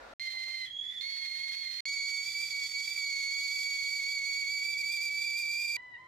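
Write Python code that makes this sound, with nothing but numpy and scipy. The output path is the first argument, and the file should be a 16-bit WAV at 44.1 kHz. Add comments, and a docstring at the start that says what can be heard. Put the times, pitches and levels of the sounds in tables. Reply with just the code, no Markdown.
"""Whistling kettle

A steel kettle whistles on a gas hob in a tiled kitchen, in four passages: seething, far, near, weak.
Shaped noise makes the seething water. Then steam sings in the spout cap, as pitch-driven sine partials in
a bed of hiss, and briefly jumps to a higher mode. From close by the whistle is louder and creeps up,
wavering with the pressure; last comes a weak, low whistle. Low noise rumbles as the flame under all three
whistles."""
import sys
import numpy as np
from scipy import signal
from scipy.fft import rfft, irfft
from scipy.io import wavfile
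from scipy.ndimage import uniform_filter1d, map_coordinates

SR = 44100
rng = np.random.default_rng(int(sys.argv[2]) if len(sys.argv) > 2 else 0)


def master(y):
    """Save y as 16-bit WAV."""
    cut = np.clip(np.atleast_2d(y).T, -1, 1)
    pcm = np.round(cut * 32767)  # scale
    wavfile.write(sys.argv[1], SR, pcm.astype(np.int16))


N = 267995
TIME = np.arange(N) / SR
BINS = np.maximum(np.arange(N // 2 + 1) * SR / N, 1)  # Hz

# passages and the jump to the higher mode: (start s, end s)
SEETHE_SPAN, FAR_SPAN = (0, .137), (.197, 1.806)
NEAR_SPAN, WEAK_SPAN = (1.855, 5.767), (5.767, 6.1)
JUMP = (0.656, 1.008)
KITCHEN_T60_S = 0.35


def whistle(pitch_hz, partials, lower_db, upper_db, waver, jitter, wet_db, lag_s=0):
    """The jet oscillates in the cap: pressure swings bend its pitch and turbulence roughens it."""
    hz = pitch_hz * (1 + waver * drift(36.0) + jitter * drift(169.4))
    # the right ear hears it later by the lag
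    phase = 2 * np.pi * (np.cumsum(hz) / SR - lag_s * hz * [[0], [1]])
    # an unsteady jet flutters in strength too
    flutter = from_db(190 * jitter * drift(70))
    out = 0
    for multiple, db, balance_db in partials:
        # higher partials beam forward and excite the room less
        tone = kitchen(flutter * np.sin(round(multiple) * phase), wet_db - 2 * np.log2(multiple))
        # the steam flow alone sets the slow level; quick fades remain
        tone /= np.sqrt(uniform_filter1d(tone ** 2, size=2000, axis=1) + 1e-9)
        level_db = db + (lower_db if multiple < 1.5 else upper_db)
        out = out + tone * panned(balance_db) * from_db(level_db)
    return out


# whistle pitch, which follows the steam pressure: (t/s, f/Hz)
NEAR_PITCH = [(1.86, 2225), (1.94, 2265), (1.99, 2237), (2.08, 2253), (2.23, 2260), (2.29, 2315),
              (2.34, 2272), (2.41, 2317), (2.5, 2286), (2.54, 2258), (2.62, 2248), (2.67, 2265),
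              (2.81, 2262), (2.91, 2312), (2.99, 2280), (3.03, 2250), (3.21, 2218), (3.5, 2254),
              (3.55, 2281), (3.64, 2266), (3.72, 2243), (3.85, 2234), (3.9, 2273), (3.97, 2264),
              (4.01, 2217), (4.12, 2279), (4.21, 2213), (4.29, 2257), (4.41, 2247), (4.45, 2223),
              (4.48, 2257), (4.55, 2290), (4.575, 2274), (4.62, 2256), (4.65, 2302), (4.72, 2324),
              (4.762, 2248), (4.797, 2355), (4.828, 2260), (4.85, 2304), (4.9, 2318), (4.925, 2382),
              (4.975, 2298), (5.01, 2290), (5.028, 2350), (5.072, 2343), (5.097, 2274), (5.17, 2293),
              (5.245, 2333), (5.28, 2310), (5.35, 2314), (5.39, 2390), (5.42, 2372), (5.44, 2318),
              (5.48, 2327), (5.515, 2364), (5.565, 2340), (5.615, 2387), (5.66, 2371), (5.76, 2340)]
# partials: (multiple of the pitch, level/dB against its driving curve, left-right/dB)
NEAR_PARTIALS = [(1, 1, -4), (2, 0, -8.5), (3, -10.5, -2), (4, -27, -23), (5, -31.5, -28)]
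# steam hiss, peaking at the spout's resonances: (f/Hz, level/dB per Hz)
NEAR_HISS = [(500, -37), (1350, -13), (1650, -18.5), (1950, -4.5), (2400, -1), (2950, -3), (3400, 1),
             (4200, -3), (5200, 1.5), (7600, -3), (9600, -12.5), (13000, -11), (15500, -24)]
# narrow rings and one null of the cap: (f/Hz, width/Hz, level/dB over the hiss)
CAP_RINGS = [(2740, 167, -29), (3870, 52, 6), (4110, 140, 8), (4890, 97, 4.5), (7350, 71, 6)]
# spurts of steam flick the pitch upward: (t/s, height/percent)
FLICKS = [(2.286, 1.22), (2.862, 1.67), (4.651, 2.26), (4.958, 2.5), (5.255, 3.2), (5.732, 2.56)]
REST_HZ, FLICK_HALF_S = 2238.4, 0.00651
# turbulence bends the pitch more as pressure grows: (share of the pitch, share per percent)
CALM_JITTER, JITTER_PER_PERCENT = .003, 0.00056
# a rasp just under the fundamental fades as the tone firms up
RASP_DB, RASP_FADE_DB_PER_S = -13, 2


def near_kettle():
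    """At full boil, mostly direct sound in a bright steam jet whose resonances ride with the pitch."""
    pitch_hz, = in_time(NEAR_PITCH)
    pressure = 100 * (pitch_hz / REST_HZ - 1)  # percent of pitch above rest
    first_db, octave_db, hiss_db, treble_db = near_blow(pressure)
    flick_percent = swells([(s, FLICK_HALF_S, percent) for s, percent in FLICKS])
    flicked_hz = pitch_hz * (1 + flick_percent / 100)
    jitter = CALM_JITTER + JITTER_PER_PERCENT * np.maximum(pressure, 0)
    tone = whistle(flicked_hz, NEAR_PARTIALS, first_db, octave_db,
                   waver=0.0043, jitter=jitter, wet_db=-8.0, lag_s=2.8e-5)

    sputter = from_db(2.8 * np.tanh(drift(14)))
    fifth = from_db(-14.5) * sputter * panned(-19.0) * breathy_mode(NEAR_PITCH, 3 / 2, width_hz=21)
    rasp_db = RASP_DB - RASP_FADE_DB_PER_S * (TIME - NEAR_SPAN[0])
    rasp = from_db(rasp_db) * breathy_mode(NEAR_PITCH, 0.9, width_hz=94)

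    jet = steam(NEAR_HISS, CAP_RINGS, direct_share=0.83, tuning=pitch_hz / REST_HZ)
    treble = irfft(rfft(jet) / (1 + (9000 / BINS) ** 6), N)
    jet = jet + treble * (from_db(treble_db) - 1)
    return tone + from_db(hiss_db + 6.5 + 1.55 * drift(49)) * (jet + fifth + rasp)


# the close steam jet: (t/s, level/dB before the jet's 6.5 dB lift, treble level/dB)
NEAR_STEAM = [(1.9, -55.5, -6.5), (2.3, -53.5, -2.5), (3.2, -54, -2.3), (3.6, -53.5, 0.5), (4.1, -56, -0.5),
              (4.7, -57, 0.5), (5.7, -58, -1)]
# the jet keeps losing its lock and the tone stutters: (middle t/s, half length/s, loss/dB before its swing)
STUTTERS = [(2.245, 0.02, 6.5), (2.325, 0.023, 4.5), (2.495, 0.029, 7.5), (2.7, 0.037, 12),
            (2.87, 0.041, 7), (2.955, 0.025, 10.5)]
# the loss swings by a share of itself; the octave feels a share of it
STUTTER_SWING, STUTTERS_PER_S, OCTAVE_FEELS = 0.73, 58, 0.21
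# at the start of the passage; the fundamental slowly gains on the octave
NEAR_FIRST_DB, NEAR_OCTAVE_DB, FIRST_DB_PER_S = -37.5, -39, 0.58
# pressure feeds and brightens the hiss and starves the octave
HISS_DB_PER_PERCENT, TREBLE_DB_PER_PERCENT, OCTAVE_DB_PER_PERCENT = 0.48, 1.09, -0.4
# a deeper pressure sag makes the flow falter: (percent of pitch, octave loss in dB per further percent)
SAG_PERCENT, SAG_OCTAVE_DB = 0.43, 6.5


def near_blow(pressure):
    """Pressure, its sags and the losses of lock set the fundamental, octave, hiss and treble levels."""
    steam_db, treble_db = in_time(NEAR_STEAM)
    sag = np.maximum(uniform_filter1d(pressure, size=17000) - pressure - SAG_PERCENT, 0)
    stutter_db = swells(STUTTERS) * (1 + STUTTER_SWING * drift(STUTTERS_PER_S))
    first_db = NEAR_FIRST_DB + FIRST_DB_PER_S * (TIME - NEAR_SPAN[0]) - stutter_db
    octave_db = NEAR_OCTAVE_DB + OCTAVE_DB_PER_PERCENT * pressure
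    octave_db = octave_db - OCTAVE_FEELS * stutter_db - SAG_OCTAVE_DB * sag
    hiss_db = steam_db + HISS_DB_PER_PERCENT * pressure
    return first_db, octave_db, hiss_db, treble_db + TREBLE_DB_PER_PERCENT * pressure


# whistle pitch, one list before the jump and one after: (t/s, f/Hz)
FAR_PITCH = [
    [(0.25, 2105), (0.37, 2074), (0.42, 2090), (0.562, 2095), (0.65, 2043)],
    [(1.02, 2128), (1.09, 2205), (1.23, 2170), (1.31, 2135), (1.46, 2176), (1.5, 2144), (1.6, 2193),
     (1.66, 2115), (1.79, 2132)],
]
# pitch of the higher mode: (t/s, f/Hz)
JUMP_PITCH = [(.657, 3400), (.68, 3256), (.72, 3309), (.85, 3395), (.95, 3508), (.985, 3380), (1.01, 3630)]
# level driving the higher mode: (t/s, level/dB)
JUMP_LEVEL = [(0.665, -46), (0.724, -44.5), (0.736, -42.5), (0.812, -35.5), (0.828, -40), (0.918, -38),
              (0.948, -48), (0.972, -36.5), (1.0, -39.5)]
# partials of either mode: (multiple of the pitch, level/dB against its driving curve, left-right/dB)
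FAR_PARTIALS = [(1, -2, -4.5), (2, -0.5, -9.5), (3, -27.5, -45), (4, -31.5, 18)]
JUMP_PARTIALS = [(1, -0.5, -6.5), (2, -27.5, 2), (3, -43, -3)]
# steam hiss, peaking at the spout's resonances: (f/Hz, level/dB per Hz)
FAR_HISS = [(500, -20), (1450, -8.5), (1980, 8), (2400, 3.5), (2750, -1), (3200, 1.5), (3700, 7.5),
            (4700, 5), (5800, -0.5), (7000, -4.5), (8200, -9.5), (11000, -10.5), (15500, -17)]


def far_kettle():
    """From a step away; for a moment the jet locks on the cap's higher mode and the main tone gives way."""
    pitch = np.vstack(FAR_PITCH)
    first_db, octave_db, hiss_db, jitter = far_blow()
    jump_db, = in_time(JUMP_LEVEL)
    jumped = during(JUMP, edge_s=0.0054)
    main = whistle(in_time(pitch)[0], FAR_PARTIALS, first_db, octave_db,
                   waver=0.00304, jitter=jitter, wet_db=-9.5, lag_s=7e-5)
    high = whistle(in_time(JUMP_PITCH)[0], JUMP_PARTIALS, jump_db, jump_db,
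                   waver=0.0034, jitter=0.0034, wet_db=3)
    # after each switch the old tone only dies away in the room
    ring_out = from_db(-jumped * (12 + 60 * (TIME - JUMP[0]) / KITCHEN_T60_S))
    high_decay = np.exp(-np.maximum(TIME - JUMP[1], 0) / 0.037)
    high_gate = during((JUMP[0], FAR_SPAN[1]), edge_s=.004) * high_decay

    fifth = from_db(-4.5) * breathy_mode(pitch, 1.51, width_hz=53)
    # while unlocked, the lower mode is rung by turbulence alone
    rasp = from_db(-6.5 + 10.2 * jumped) * breathy_mode(pitch, 0.95, width_hz=120)
    hiss_gain = from_db(hiss_db + hush() + 10.0 + 1.65 * drift(30))
    hiss = hiss_gain * (steam(FAR_HISS, [], direct_share=0.35) + fifth + rasp)
    return main * ring_out + high * high_gate + hiss


# before and after the jump: (fundamental level/dB, octave level/dB, hiss level/dB before its 10 dB lift,
# jitter as a share of the pitch)
FAR_BLOW = [(-39, -41, -61.5, 0.0036), (-41.5, -39, -60, 0.0052)]
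# the fundamental is slow to return, and fades at the end: (middle t/s, half length/s, loss/dB)
FAR_FADES = [(1.01, 0.033, 6), (1.75, 0.041, 14)]
FAR_SWELL_DB, FAR_SWELLS_PER_S = 2, 28


def far_blow():
    """Each side of the jump holds its levels and jitter; the fundamental swells and sags at random."""
    after_jump = (TIME > np.mean(JUMP)).astype(int)
    first_db, octave_db, hiss_db, jitter = np.array(FAR_BLOW)[after_jump].T
    first_db = first_db + FAR_SWELL_DB * drift(FAR_SWELLS_PER_S) - swells(FAR_FADES)
    return first_db, octave_db, hiss_db, jitter


HUSH_DB, HUSH_FALL_S, HUSH_RECOVER_S = 18, 0.088, 0.27


def hush():
    """While the higher mode takes the flow, the hiss sinks quickly and then creeps back (dB)."""
    since = TIME - JUMP[0]
    recovery = np.exp(-np.maximum(since - HUSH_FALL_S, 0) / HUSH_RECOVER_S)
    depth = np.clip(since / HUSH_FALL_S, 0, 1) * recovery
    return -HUSH_DB * depth * during(JUMP, edge_s=0.012)


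# low whistle pitch: (t/s, f/Hz)
WEAK_PITCH = [(5.77, 980), (5.785, 997.5), (5.85, 1004), (5.93, 983), (5.964, 925), (5.98, 1015),
              (6.07, 1030)]
# levels driving the partials: (t/s, fundamental level/dB, octave level/dB)
WEAK_LEVEL = [(5.785, -62, -53.5), (5.91, -61, -57.5), (5.955, -71, -50), (5.99, -59.5, -58.5),
              (6.07, -60, -60.5)]
# partials: (multiple of the pitch, level/dB against its driving curve, left-right/dB)
WEAK_PARTIALS = [(1, 1.5, -1), (2, 5.5, 0.5), (3, -14, -11), (4, -19, -7), (5, -31, 12)]


def weak_kettle():
    """With little steam the cap sounds about an octave lower and barely hisses."""
    first_db, octave_db = in_time(WEAK_LEVEL)
    tone = whistle(in_time(WEAK_PITCH)[0], WEAK_PARTIALS, first_db, octave_db,
                   waver=0.00181, jitter=0.0036, wet_db=3)
    hiss = noise(NEAR_HISS, [], alike_below_hz=1000)
    return tone + from_db(-79.0 + 1.45 * drift(24)) * hiss


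# stereo lean of the hiss: (f/Hz, left-right/dB)
HISS_BALANCE = [(1000, 0.5), (2000, -5.5), (2800, -2), (4000, -6), (5500, 0), (8400, 3.5), (9200, -2.5),
                (11000, -4), (15500, 5.5)]


def steam(spectrum, rings, direct_share, tuning=1):
    """One jet off nearby surfaces, blended with its diffuse sound; tuning scales its resonances."""
    balance_db = per_bin(HISS_BALANCE)
    position = np.cumsum(tuning * np.ones(N)) % N

    def jet(alike_below_hz):
        """The hiss, read faster or slower as the tuning moves."""
        sides = noise(spectrum, rings, alike_below_hz, balance_db)
        return np.array([map_coordinates(side, [position], order=5, mode="mirror") for side in sides])

    direct = surfaces(jet(alike_below_hz=6400))
    diffuse = jet(alike_below_hz=89)
    return np.sqrt(direct_share) * direct + np.sqrt(1 - direct_share) * diffuse


# reflections off kettle body, handle and wall: (left delay t/s, right delay t/s, level/dB)
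NEAR_ECHOES = [(.00086, 0.00081, -13), (.00161, .00141, -12.5), (.00286, .0033, -22), (.0071, .0062, -2.5)]


def surfaces(x):
    """Hard surfaces close by send the hiss back, and comb its colour differently for each side."""
    paths = 1
    for left_s, right_s, db in NEAR_ECHOES:
        paths = paths + from_db(db) * np.exp(-2j * np.pi * BINS * [[left_s], [right_s]])
    return rms_one(irfft(rfft(x) * paths, N))


def breathy_mode(pitch, multiple, width_hz):
    """A spout mode that does not lock into a tone: turbulence rings it, and it moves with the pitch."""
    phase = 2 * np.pi * np.cumsum(multiple * in_time(pitch)[0]) / SR
    band = drift(width_hz) * np.sin(phase) + drift(width_hz) * np.cos(phase)
    return rms_one(kitchen(band, wet_db=21.5))


# soft gurgles in the water: (t/s, level/dB)
GURGLES = [(0.336, -58), (.47, -59.5)]


def gurgles():
    """Steam bursts through the water in short puffs that ring the kettle body."""
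    puffs = sum(from_db(db) * (TIME > s) * np.exp(-np.abs(TIME - s) / 0.054) for s, db in GURGLES)
    # rings: (f/Hz, width/Hz, level/dB)
    return puffs * noise(SEETHE, [(815, 86, 11), (1087, 140, 9.3)], alike_below_hz=130)


# seething water: (f/Hz, level/dB per Hz)
SEETHE = [(24, -44), (40, -6), (177, -26), (263, -9), (338, -17), (514, -4), (1320, -11), (1490, -7.5),
          (3140, -23.5), (3740, -19.5), (15000, -48.5)]
# rings of the kettle body: (f/Hz, width/Hz, level/dB over the noise)
BODY_RINGS = [(570, 27, 3.6), (1410, 38, 7.6)]


def seething():
    """Seething water is a steady noise coloured by the rings of the kettle body, at unit power."""
    return noise(SEETHE, BODY_RINGS, alike_below_hz=400)


# gas flame: (f/Hz, level/dB per Hz)
FLAME = [(25, -14), (55, -1), (135, 2.5), (190, -6), (400, -9.5), (700, -6.5), (1500, -15), (4000, -20),
         (15000, -59)]
# ring of the hob: (f/Hz, width/Hz, level/dB over the noise)
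HOB_RINGS = [(338.3, 15, 10.5)]


def gas_flame():
    """The burning gas rumbles as a steady low noise and rings the hob."""
    return from_db(-69.5) * panned(-0.99) * noise(FLAME, HOB_RINGS, alike_below_hz=540)


def kitchen(x, wet_db):
    """Dense reflections off tiles and hob join the direct sound; a wavering tone fades among them."""
    t = TIME[:SR // 2]
    near_walls = from_db(2.0) * np.exp(-t / 0.054)
    decay = from_db(-60 * t / KITCHEN_T60_S) + near_walls
    echoes = rng.standard_normal((2, len(t))) * decay * (t > .001)
    echoes /= np.sqrt(np.sum(echoes ** 2, axis=1, keepdims=True))
    return x + from_db(wet_db) * signal.fftconvolve(np.atleast_2d(x), echoes, axes=1)[:, :N]


def noise(spectrum, rings, alike_below_hz, balance_db=0):
    """Coloured stereo noise with resonances; the sides agree in the bass and part in the treble."""
    gain = from_db(per_bin(spectrum))
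    for hz, width, db in rings:
        gain = gain * from_db(db / (1 + (2 * (BINS - hz) / width) ** 2))
    alike = 1 / (1 + BINS / alike_below_hz)
    mid, side = rfft(rng.standard_normal((2, N)))
    both = np.sqrt(1 + alike) * mid + np.sqrt(1 - alike) * side * [[1], [-1]]
    return rms_one(irfft(both * gain * panned(balance_db), N))


def drift(rate):
    """Random drift of unit power, falling off above the given rate in Hz."""
    return rms_one(irfft(rfft(rng.standard_normal(N)) / (1 + (BINS / rate) ** 2), N))


def swells(rows):
    """Bell-shaped swells from rows of (middle s, half length s, height)."""
    return sum(height * np.exp(-((TIME - s) / half_s) ** 2) for s, half_s, height in rows)


def during(span, edge_s=0.00019):
    """1 inside the span, 0 outside, with short ramps."""
    return np.clip(np.minimum(TIME - span[0], span[1] - TIME) / edge_s + .5, 0, 1)


def in_time(rows):
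    """Each column of a curve, at every sample."""
    s, *columns = np.transpose(rows)
    return [np.interp(TIME, s, c) for c in columns]


def per_bin(points):
    """A spectrum joined by straight lines on a log-frequency axis."""
    hz, value = np.transpose(points)
    return np.interp(np.log(BINS), np.log(hz), value)


def panned(balance_db):
    """Left and right gains whose mean is 1."""
    gains = from_db(np.array([[.5], [-.5]]) * balance_db)
    return gains / gains.mean(axis=0)


def from_db(db):
    """Decibels to gain."""
    return 10 ** (np.asarray(db) / 20)


def rms_one(x):
    """Scale to unit power."""
    return x / np.sqrt(np.mean(x ** 2) + 1e-20)


def scene():
    """The passages follow each other with hard cuts, two of them across a short silence."""
    seethe = seething()
    flame = gas_flame()
    return (during(SEETHE_SPAN) * from_db(-50.0) * seethe
            + during(FAR_SPAN) * (far_kettle() + gurgles() + flame)
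            + during(NEAR_SPAN) * (near_kettle() + flame)
            + during(WEAK_SPAN) * (weak_kettle() + from_db(-72.0) * seethe + flame))


def record(dry):
    """A steep low-pass cuts the top above 15.8 kHz."""
    low_pass = signal.ellip(10, .1, 80, 15800, fs=SR, output="sos")
    return signal.sosfilt(low_pass, dry)


dry = scene()
out = record(dry)
master(out)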